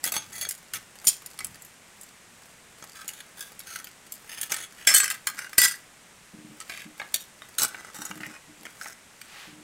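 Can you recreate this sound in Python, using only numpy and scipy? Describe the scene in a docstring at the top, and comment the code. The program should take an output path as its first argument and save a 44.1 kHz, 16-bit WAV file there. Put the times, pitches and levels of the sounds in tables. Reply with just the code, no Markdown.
"""Sharp clacks and gritty scrapes, close by in a small room: a gloved hand sorts rubble in a tub.
Broken brick, tile and plaster knock together, crushing grains and ringing briefly; some bounce once.
Dropped pieces land, rock and skid to rest, and dragged ones rasp as their rough faces catch and slip.
Behind them the glove rustles, the tub booms softly when it is bumped, and the room hisses faintly."""
import sys
import numpy as np
from scipy import signal
from scipy.fft import rfft, irfft
from scipy.io import wavfile

SR = 44100
rng = np.random.default_rng(int(sys.argv[2]) if len(sys.argv) > 2 else 0)


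def materialize(psi):
    """Save the field psi as 16-bit PCM at rate SR to the path in sys.argv[1].

    A 1-D psi becomes a single channel; in a 2-D psi each row is a channel.
    """
    bounded = np.clip(np.atleast_2d(psi).T, -1, 1)
    quanta = np.round(bounded * 32767).astype(np.int16)
    wavfile.write(sys.argv[1], SR, quanta)


N = 424683

# Tone of the steady room noise: pitch_hz, level_db
AIR = [(25, -9), (110, -4.5), (190, 0), (300, -6), (1000, -6.5), (2000, -5), (4500, -13), (8300, -9.5),
       (13000, -21.5), (16000, -29)]
# Tones the tub rings with (t60 is the time to fade by 60 dB): pitch_hz, level_db, t60_s
TUB = [(180, 10.8, 0.059), (226, 1.3, 0.39), (305, 2.1, 0.26)]
# The arm nudges the tub, which wobbles for a moment: start_s, length_s, level_db
BUMPS = [(6.333, .17, -47.5), (6.849, .03, -46.5), (7.984, .03, -46.5), (8.096, .18, -46),
         (8.481, .03, -50), (8.591, .03, -50.5), (9.478, .12, -49)]
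# The pile shifts dully under the hand: start_s, end_s, level_db
SHIFTS = [(.03, 0.574, -60.5), (0.717, 0.79, -54.5), (1.363, 1.593, -56)]
# Tones each kind of piece rings with when it lies loose: pitch_hz, level_db, t60_s
BRICK = [(2309, -3, .088), (3348, 1, .16), (4436, -1, .1), (6417, -1, .22), (8700, -3, .07),
         (10410, -2, .16), (13510, -5, .09)]
CHIP = [(4700, -8, .08), (7130, -1, .11), (8890, 0, .09), (9900, -2, .12)]
SLAB = [(1620, -1, .07), (2000, -1, .08), (2370, -8, .25), (3070, -5, .12), (4764, -4, .11), (5338, -4, .3),
        (6290, -3, .2), (7617, -2, .16), (9211, -4, .25)]
TILE = [(1600, -4, .1), (1962, 3, .18), (4557, -4, .2), (5007, -3, .28), (6000, -4, .23), (7277, -5, .28),
        (8441, -6, .25), (8880, -6, .22), (9615, -7, .22)]
PLASTER = [(1460, 3, .13), (2400, -3, .05), (4010, -7, .1), (5340, -4, .12), (7530, -2, .13),
           (8090, 0, .13)]
SHARD = [(1620, 1, .09), (1890, -4, .12), (3060, -9, .2), (4309, -6, .36), (6004, -8, .2), (7750, -5, .26),
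         (8357, -1, .22), (8880, -4, .14)]
EDGE = [(2240, 2, .1), (4517, -1, .25), (7360, -3, .13), (7725, -3, .16), (8699, 0, .1), (11020, -1, .12)]
# The piece that is moving: until_s, tones, thud_db, clack_db, looseness
# Looseness 1 rings freely; 0.2 is muffled by the grip or the pile.
HANDLED = [(.145, BRICK, -0.5, -0.5, 0.13), (.47, BRICK, -1, 5.5, 0.58), (.9, BRICK, -7, 0.5, 0.15),
           (1.17, CHIP, 5, 10, 0.53), (2.3, CHIP, -2.5, 2, 0.16), (3.06, BRICK, 4, 5, 0.42),
           (4.83, BRICK, -7, 1, 0.24), (4.915, SLAB, -7.5, 1, 0.65), (5.025, SHARD, -10, -2.5, 0.61),
           (5.555, SLAB, -16, -1, 0.37), (6.1, TILE, -10.5, -1.5, 0.51), (7.3, EDGE, -4.5, 4, 0.27),
           (10, PLASTER, -1, 1.5, 0.16)]
# Rough faces dragged over each other: start_s, end_s, level_db, brightness_db
SLIDES = [(0.318, 0.459, -37.5, 2.5), (1.038, 1.09, -36.5, 10), (2.451, 2.59, -67, -3),
          (2.94, 3.039, -45.5, -3), (3.123, 3.222, -46, -1), (3.361, 3.508, -44, 0.5),
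          (3.644, 3.823, -40.5, -1.5), (4.26, 4.5, -42, -1), (4.493, 4.547, -36, -1),
          (4.761, 4.88, -47.5, -4), (5.351, 5.485, -41, -6.5), (6.673, 6.866, -42.5, -5),
          (7.67, 7.94, -49, -6), (7.926, 8.114, -42, -1), (8.212, 8.39, -49, -6.5),
          (8.78, 8.942, -45.5, 0.5)]
# Pieces meet, bright on a corner, dull on a flat face: start_s, level_db, brightness_db, bounce_after_s
KNOCKS = [(0.1646, -24, -2, 0), (0.4117, -28.5, 4.5, 0.039), (0.489, -26.5, 13.5, 0.02),
          (1.261, -35.5, 9.5, 0.0055), (1.3897, -32, 2, 0.015), (1.4455, -27.5, 14, 0),
          (1.621, -43, 29, 0.028), (2.012, -42.5, 24, 0.02), (2.8249, -40.5, -5.5, 0),
          (3.0791, -31, 8.5, 0.01), (3.407, -35, 12, 0), (3.5925, -38, 9.5, 0.01), (3.843, -38, 4.5, 0.027),
          (4.1214, -33, 11.5, 0), (4.413, -26.5, 10, 0.018), (4.939, -16, 2, 0), (5.1013, -25, 2.5, 0.0084),
          (5.2705, -19.5, 0.5, 0), (5.389, -30, -3, 0.0027), (5.5306, -36, -4, 0), (5.7196, -34.5, 2, 0.02),
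          (6.6025, -36.5, 2.5, 0.0087), (6.696, -32, -8, 0.0052), (6.9981, -30.5, -16.5, 0.018),
          (7.1419, -18, 6, 0), (7.4194, -39, -9, 0), (7.632, -18.5, 9, 0), (7.745, -34.5, -19, 0),
          (8.0523, -32.5, 21, 0), (8.111, -33.5, -10, 0), (8.2042, -40, -19, 0.0049),
          (8.233, -32.5, -16, 0), (8.653, -36.5, -6.5, 0.013), (8.812, -34, -9, 0.046),
          (9.2141, -38.5, -2, 0.0073)]
# A piece is let go: start_s, level_db, brightness_db, first_rock_gap_s, skid_length_s, skid_db
DROPS = [(0.04, -21.5, 4, 0.012, 0.066, -32.5), (0.1203, -25, 3.5, 0.019, 0.071, -33),
         (0.7359, -27.5, 1.5, 0.0098, 0.041, -36.5), (1.07, -11.5, 15, 0.01, 0.022, -18),
         (4.5194, -21, 1.5, 0.023, 0.16, -41), (4.8715, -8.5, 0.5, 0.016, 0.079, -30.5),
         (4.9452, -8, 6, 0.019, 0.048, -18), (5.0014, -16, 0, 0.04, 0.07, -31),
         (5.581, -7, 3, 0.036, 0.099, -19.5), (7.5834, -20.5, 3.5, 0.013, 0.078, -25)]

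KNOCK_HZ, CLACK_HZ, GRIT_HZ = 1250, 2640, 7320  # where the low, middle and high bands begin
DULL_HZ, TOP_HZ = 9350, 15700  # the grit softens above the first; all sound is cut above the second
KNOCK_CRUSH_S, DROP_CRUSH_S = .01, 0.024  # t60 of the grains crushed by a blow
MIN_BOUNCE_GAP_S = .008  # shorter gaps give a single knock with no bounce
AGE = np.arange(SR // 3) / SR  # seconds since a short sound began
FILTERS = {}


def undb(db):
    """Turn decibels into a number to multiply by."""
    return 10 ** (np.asarray(db) / 20)


def unit(x):
    """Scale a sound to an average (rms) strength of 1."""
    return x / np.sqrt(np.mean(x ** 2))


def fade(t60):
    """A curve that dies away, 60 dB down after t60 seconds."""
    return np.exp(-np.log(1000) * AGE / t60)


def keep_band(x, hz, kind, order=2):
    """Keep the lows, the highs or a band between; each filter is built once."""
    key = (str(hz), kind, order)
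    if key not in FILTERS:
        FILTERS[key] = signal.butter(order, np.minimum(hz, SR / 2 - 1), kind, fs=SR, output="sos")
    return signal.sosfilt(FILTERS[key], x)


def add(track, start_s, x):
    """Mix x into the track from start_s."""
    i = int(start_s * SR)
    track[i:i + len(x)] += x[:N - i]


def ringing(tones, loose=1, spread_db=3, detune=0.0014):
    """A struck object's fading tones; each contact mixes them differently, and a grip shortens them."""
    out = np.zeros(len(AGE))
    for (hz, db, t60), (size, shift, side) in zip(tones, rng.standard_normal((len(tones), 3))):
        t = AGE[:int(t60 * loose * SR) + 2]
        strength = np.sign(side) * undb(db + spread_db * size)
        decay = np.exp(-np.log(1000) * t / t[-1])
        out[:len(t)] += strength * decay * np.sin(2 * np.pi * hz * (1 + detune * shift) * t)
    return out


def crumbs(count, per_s, spread_db):
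    """Grains break at random moments, a few louder than the rest."""
    chance, size, sign = rng.random(count), rng.exponential(size=count), rng.standard_normal(count)
    return unit((chance < per_s / SR) * np.sign(sign) * undb(spread_db * np.minimum(size, 4)))


def stone(count=44, t60=0.028):
    """The piece that is struck: an uneven lump with many short tones of its own."""
    place, length = rng.random((2, count))
    edges_hz = np.linspace(24, 124, count + 1) ** 2  # tones crowd together toward the bass
    hz = edges_hz[:-1] + place * np.diff(edges_hz)
    tones = list(zip(hz, -8 * (hz < KNOCK_HZ), t60 * (.5 + length)))
    return ringing(tones, spread_db=5.5)


def piece_at(time_s):
    """Tones, thud_db, clack_db and looseness of the piece moving at this time."""
    return next(row[1:] for row in HANDLED if time_s < row[0])


def split_bands(x, thud_db):
    """Split a sound into low knock (with its thud), middle clack and high grit."""
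    thud = undb(thud_db) * keep_band(keep_band(x, 153, "high", order=1), KNOCK_HZ, "low")
    knock = keep_band(keep_band(x, KNOCK_HZ, "high", order=4) - thud, CLACK_HZ, "low", order=4)
    clack = keep_band(keep_band(x, CLACK_HZ, "high", order=4), GRIT_HZ, "low", order=4)
    grit = keep_band(keep_band(x, GRIT_HZ, "high", order=4), DULL_HZ, "low", order=1)
    return knock, clack, grit


def balance(x, thud_db, db, bright_db, clack_db, span):
    """Set a sound to level db over the span; brightness raises the grit and lowers the knock."""
    weights = undb([-bright_db, clack_db, bright_db])
    weights = undb(db) * weights / np.linalg.norm(weights)
    return sum(weight * band / band[span].std() for weight, band in zip(weights, split_bands(x, thud_db)))


def air(level_db=-53):
    """Steady room noise and hiss."""
    hz, db = np.transpose(AIR)
    all_hz = np.arange(N // 2 + 1) * SR / N
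    colour = undb(np.interp(np.log(all_hz + 1), np.log(hz), db))
    return undb(level_db) * unit(irfft(rfft(rng.standard_normal(N)) * colour, N))


def room(x, echo_db=-13, low_t60=0.27, high_t60=0.043):
    """A small room adds a blur of echoes whose treble dies first."""
    noise = rng.standard_normal(len(AGE))
    low = keep_band(noise, 3300, "low", order=1)
    tail = (low * fade(low_t60) + (noise - low) * fade(high_t60)) * (1 - np.exp(-AGE / 0.0006))
    return x + undb(echo_db) * signal.fftconvolve(x, tail / np.linalg.norm(tail))[:N]


def tub(wobble_s=0.055, jitter_s=0.00398, ring_db=-2, murmur_db=-1, murmur_hz=(125, 330)):
    """Soft, uneven bumps make the tub boom and jostle its load; the shifting pile rumbles in it."""
    out = np.zeros(N)
    rise = 1 - np.exp(-AGE / 0.0042)
    for start, length_s, db in BUMPS:
        for bump_s in np.arange(start, start + length_s, wobble_s):
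            boom = undb(ring_db) * ringing(TUB, spread_db=0, detune=0.0074)
            jostle = unit(keep_band(rng.standard_normal(len(AGE)), murmur_hz, "band"))
            murmur = undb(murmur_db) * jostle * fade(t60=0.2)
            add(out, bump_s + jitter_s * rng.standard_normal(), undb(db) * (boom + murmur) * rise)
    for start, end, db in SHIFTS:
        count = max(int((end - start) * SR), SR // 50)
        rumble = unit(keep_band(rng.standard_normal(count), [60, 220], "band"))
        add(out, start, undb(db) * rumble * signal.windows.tukey(count, .5))
    return out


def glove(rustle_db=-61, clack_db=-3, grit_db=-1, tick_db=-64, tick_hz=(5200, 11000), reach_s=0.19):
    """Cloth rustles and stray crumbs tick wherever the hand is busy."""
    touches = np.zeros(N)
    touches[[int(row[0] * SR) for row in [*KNOCKS, *DROPS, *SLIDES]]] = 1
    busy = np.tanh(signal.fftconvolve(touches, signal.windows.hann(int(2 * reach_s * SR)), "same") / 2)
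    catches = unit(signal.fftconvolve(abs(crumbs(N, per_s=70, spread_db=5)), fade(.025))[:N])
    knock, clack, grit = split_bands(rng.standard_normal(N) * (.5 + catches) * busy, thud_db=4)
    rustle = unit(knock) + undb(clack_db) * unit(clack) + undb(grit_db) * unit(grit)
    ticks = signal.fftconvolve(crumbs(N, per_s=18, spread_db=3.5), stone(t60=.008))[:N]
    ticks = keep_band(ticks, tick_hz, "band", order=1) * busy
    return undb(rustle_db) * rustle + undb(tick_db) * unit(ticks)


def glove_swish(start_s=9.2, end_s=9.6, db=-46, band_hz=(1200, 3200)):
    """The glove pulls away, its cloth swishing softly over the plaster."""
    out, count = np.zeros(N), int((end_s - start_s) * SR)
    swish = unit(keep_band(rng.standard_normal(count), band_hz, "band", order=1))
    add(out, start_s, undb(db) * swish * signal.windows.hann(count))
    return out


def scrape(start, end, db, bright_db, taper, ring_db, pressed, catches_per_s=130, rub=0.68, clack_db=0.5):
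    """Rough faces catch and slip, crushing grit and ringing the piece. Gives (start_s, sound)."""
    tones, thud_db, _, loose = piece_at((start + end) / 2)
    count = max(int((end - start) * SR), SR // 50)
    catches = abs(crumbs(count, max(catches_per_s, 10 * SR / count), spread_db=2.9))
    slips = unit(signal.fftconvolve(catches, fade(t60=0.012))[:count])
    force = rng.standard_normal(count) * (rub + slips) * signal.windows.tukey(count, taper)
    body = undb(ring_db) * unit(ringing(tones, pressed * loose, spread_db=2)) + unit(stone())
    rasp = undb(-2.5) * unit(np.pad(force, (0, len(AGE) - 1)))
    sound = unit(signal.fftconvolve(force, body)) + rasp
    return start, balance(sound, thud_db, db, bright_db, clack_db, slice(count))


def slides(skid_after_s=.006, skid_dull_db=-1.5):
    """Dragged pieces swell and fade; dropped ones skid just after they land."""
    out = np.zeros(N)
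    for start, end, db, bright_db in SLIDES:
        add(out, *scrape(start, end, db, bright_db, taper=0.36, ring_db=-1.5, pressed=0.35))
    for start, _, bright_db, _, length_s, db in DROPS:
        add(out, *scrape(start + skid_after_s, start + length_s, db, bright_db + skid_dull_db,
                         taper=0.57, ring_db=3.5, pressed=0.47))
    return out


def blow(start_s, db, bright_db, crush_t60, crack_db=-2, trickle_db=-22, ring_db=4, graze_db=-20):
    """Edges graze, grains are crushed, both pieces ring and crumbs trickle. Gives (start_s, sound)."""
    head, lead = slice(SR // 125), SR // 250  # the first 8 ms of the hit; the 4 ms before it
    tones, thud_db, clack_db, loose = piece_at(start_s)
    crush = crumbs(len(AGE), per_s=9000, spread_db=0.64) * fade(crush_t60)
    trickle = undb(trickle_db) * crumbs(len(AGE), per_s=1200, spread_db=10) * fade(t60=0.22)
    grains = crush + trickle
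    struck = signal.fftconvolve(grains, stone())[:len(AGE)]
    parts = [(1, struck), (undb(crack_db), grains), (undb(ring_db) * loose, ringing(tones, loose))]
    rise = 1 - np.exp(-AGE / 0.00022)
    hit = sum(gain * part / part[head].std() for gain, part in parts) * rise
    hit = balance(hit, thud_db, db, bright_db, clack_db, head)
    scratch = keep_band(crumbs(lead, per_s=9900, spread_db=2), CLACK_HZ, "high")
    graze = undb(db + graze_db) * unit(scratch * np.linspace(0, 1, lead))
    return start_s - lead / SR, np.concatenate([graze, hit])


def knocks(bounce_db=-2.5, bounce_dull_db=-8):
    """One piece hits another; some bounce once, weaker and duller."""
    out = np.zeros(N)
    for start, db, bright_db, after_s in KNOCKS:
        add(out, *blow(start, db, bright_db, KNOCK_CRUSH_S))
        if after_s > MIN_BOUNCE_GAP_S:
            add(out, *blow(start + after_s, db + bounce_db, bright_db + bounce_dull_db, KNOCK_CRUSH_S))
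    return out


def drops(rocks=4, rock_db=-6, rock_dull_db=-0.5, gap_ratio=.93, overload_db=-29, overload_hz=110):
    """A piece lands, then rocks from edge to edge, each tap sooner, weaker and duller."""
    out = np.zeros(N)
    overload_shape = fade(t60=0.042) * (1 - np.exp(-AGE / 0.0021))
    for start, db, bright_db, gap_s, _, _ in DROPS:
        add(out, *blow(start, db, bright_db, DROP_CRUSH_S))
        # A dull low thump, like an overloaded microphone, comes with each drop.
        thud_db = piece_at(start)[1]
        low_noise = unit(keep_band(rng.standard_normal(len(AGE)), overload_hz, "low", order=1))
        add(out, start, undb(db + overload_db + thud_db) * low_noise * overload_shape)
        gaps_s = gap_s * gap_ratio ** np.arange(rocks)
        for k, after_s in enumerate(np.cumsum(gaps_s), 1):
            add(out, *blow(start + after_s, db + k * rock_db, bright_db + k * rock_dull_db, KNOCK_CRUSH_S))
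    return out


def scene():
    """Rubble, glove and tub in the room."""
    return (air() + room(knocks() + drops() + glove() + slides() + glove_swish() + tub()))[None]


def record(dry, ceiling=0.58, lopsided=0.024):
    """Loud peaks overload the microphone, one side first, adding a dull thump; the top treble is cut."""
    rounded = ceiling * np.tanh(dry / ceiling)
    treble_cut = signal.ellip(8, .2, 80, TOP_HZ, fs=SR, output="sos")
    return signal.sosfilt(treble_cut, rounded + lopsided * rounded ** 2)


dry = scene()
out = record(dry)
materialize(out)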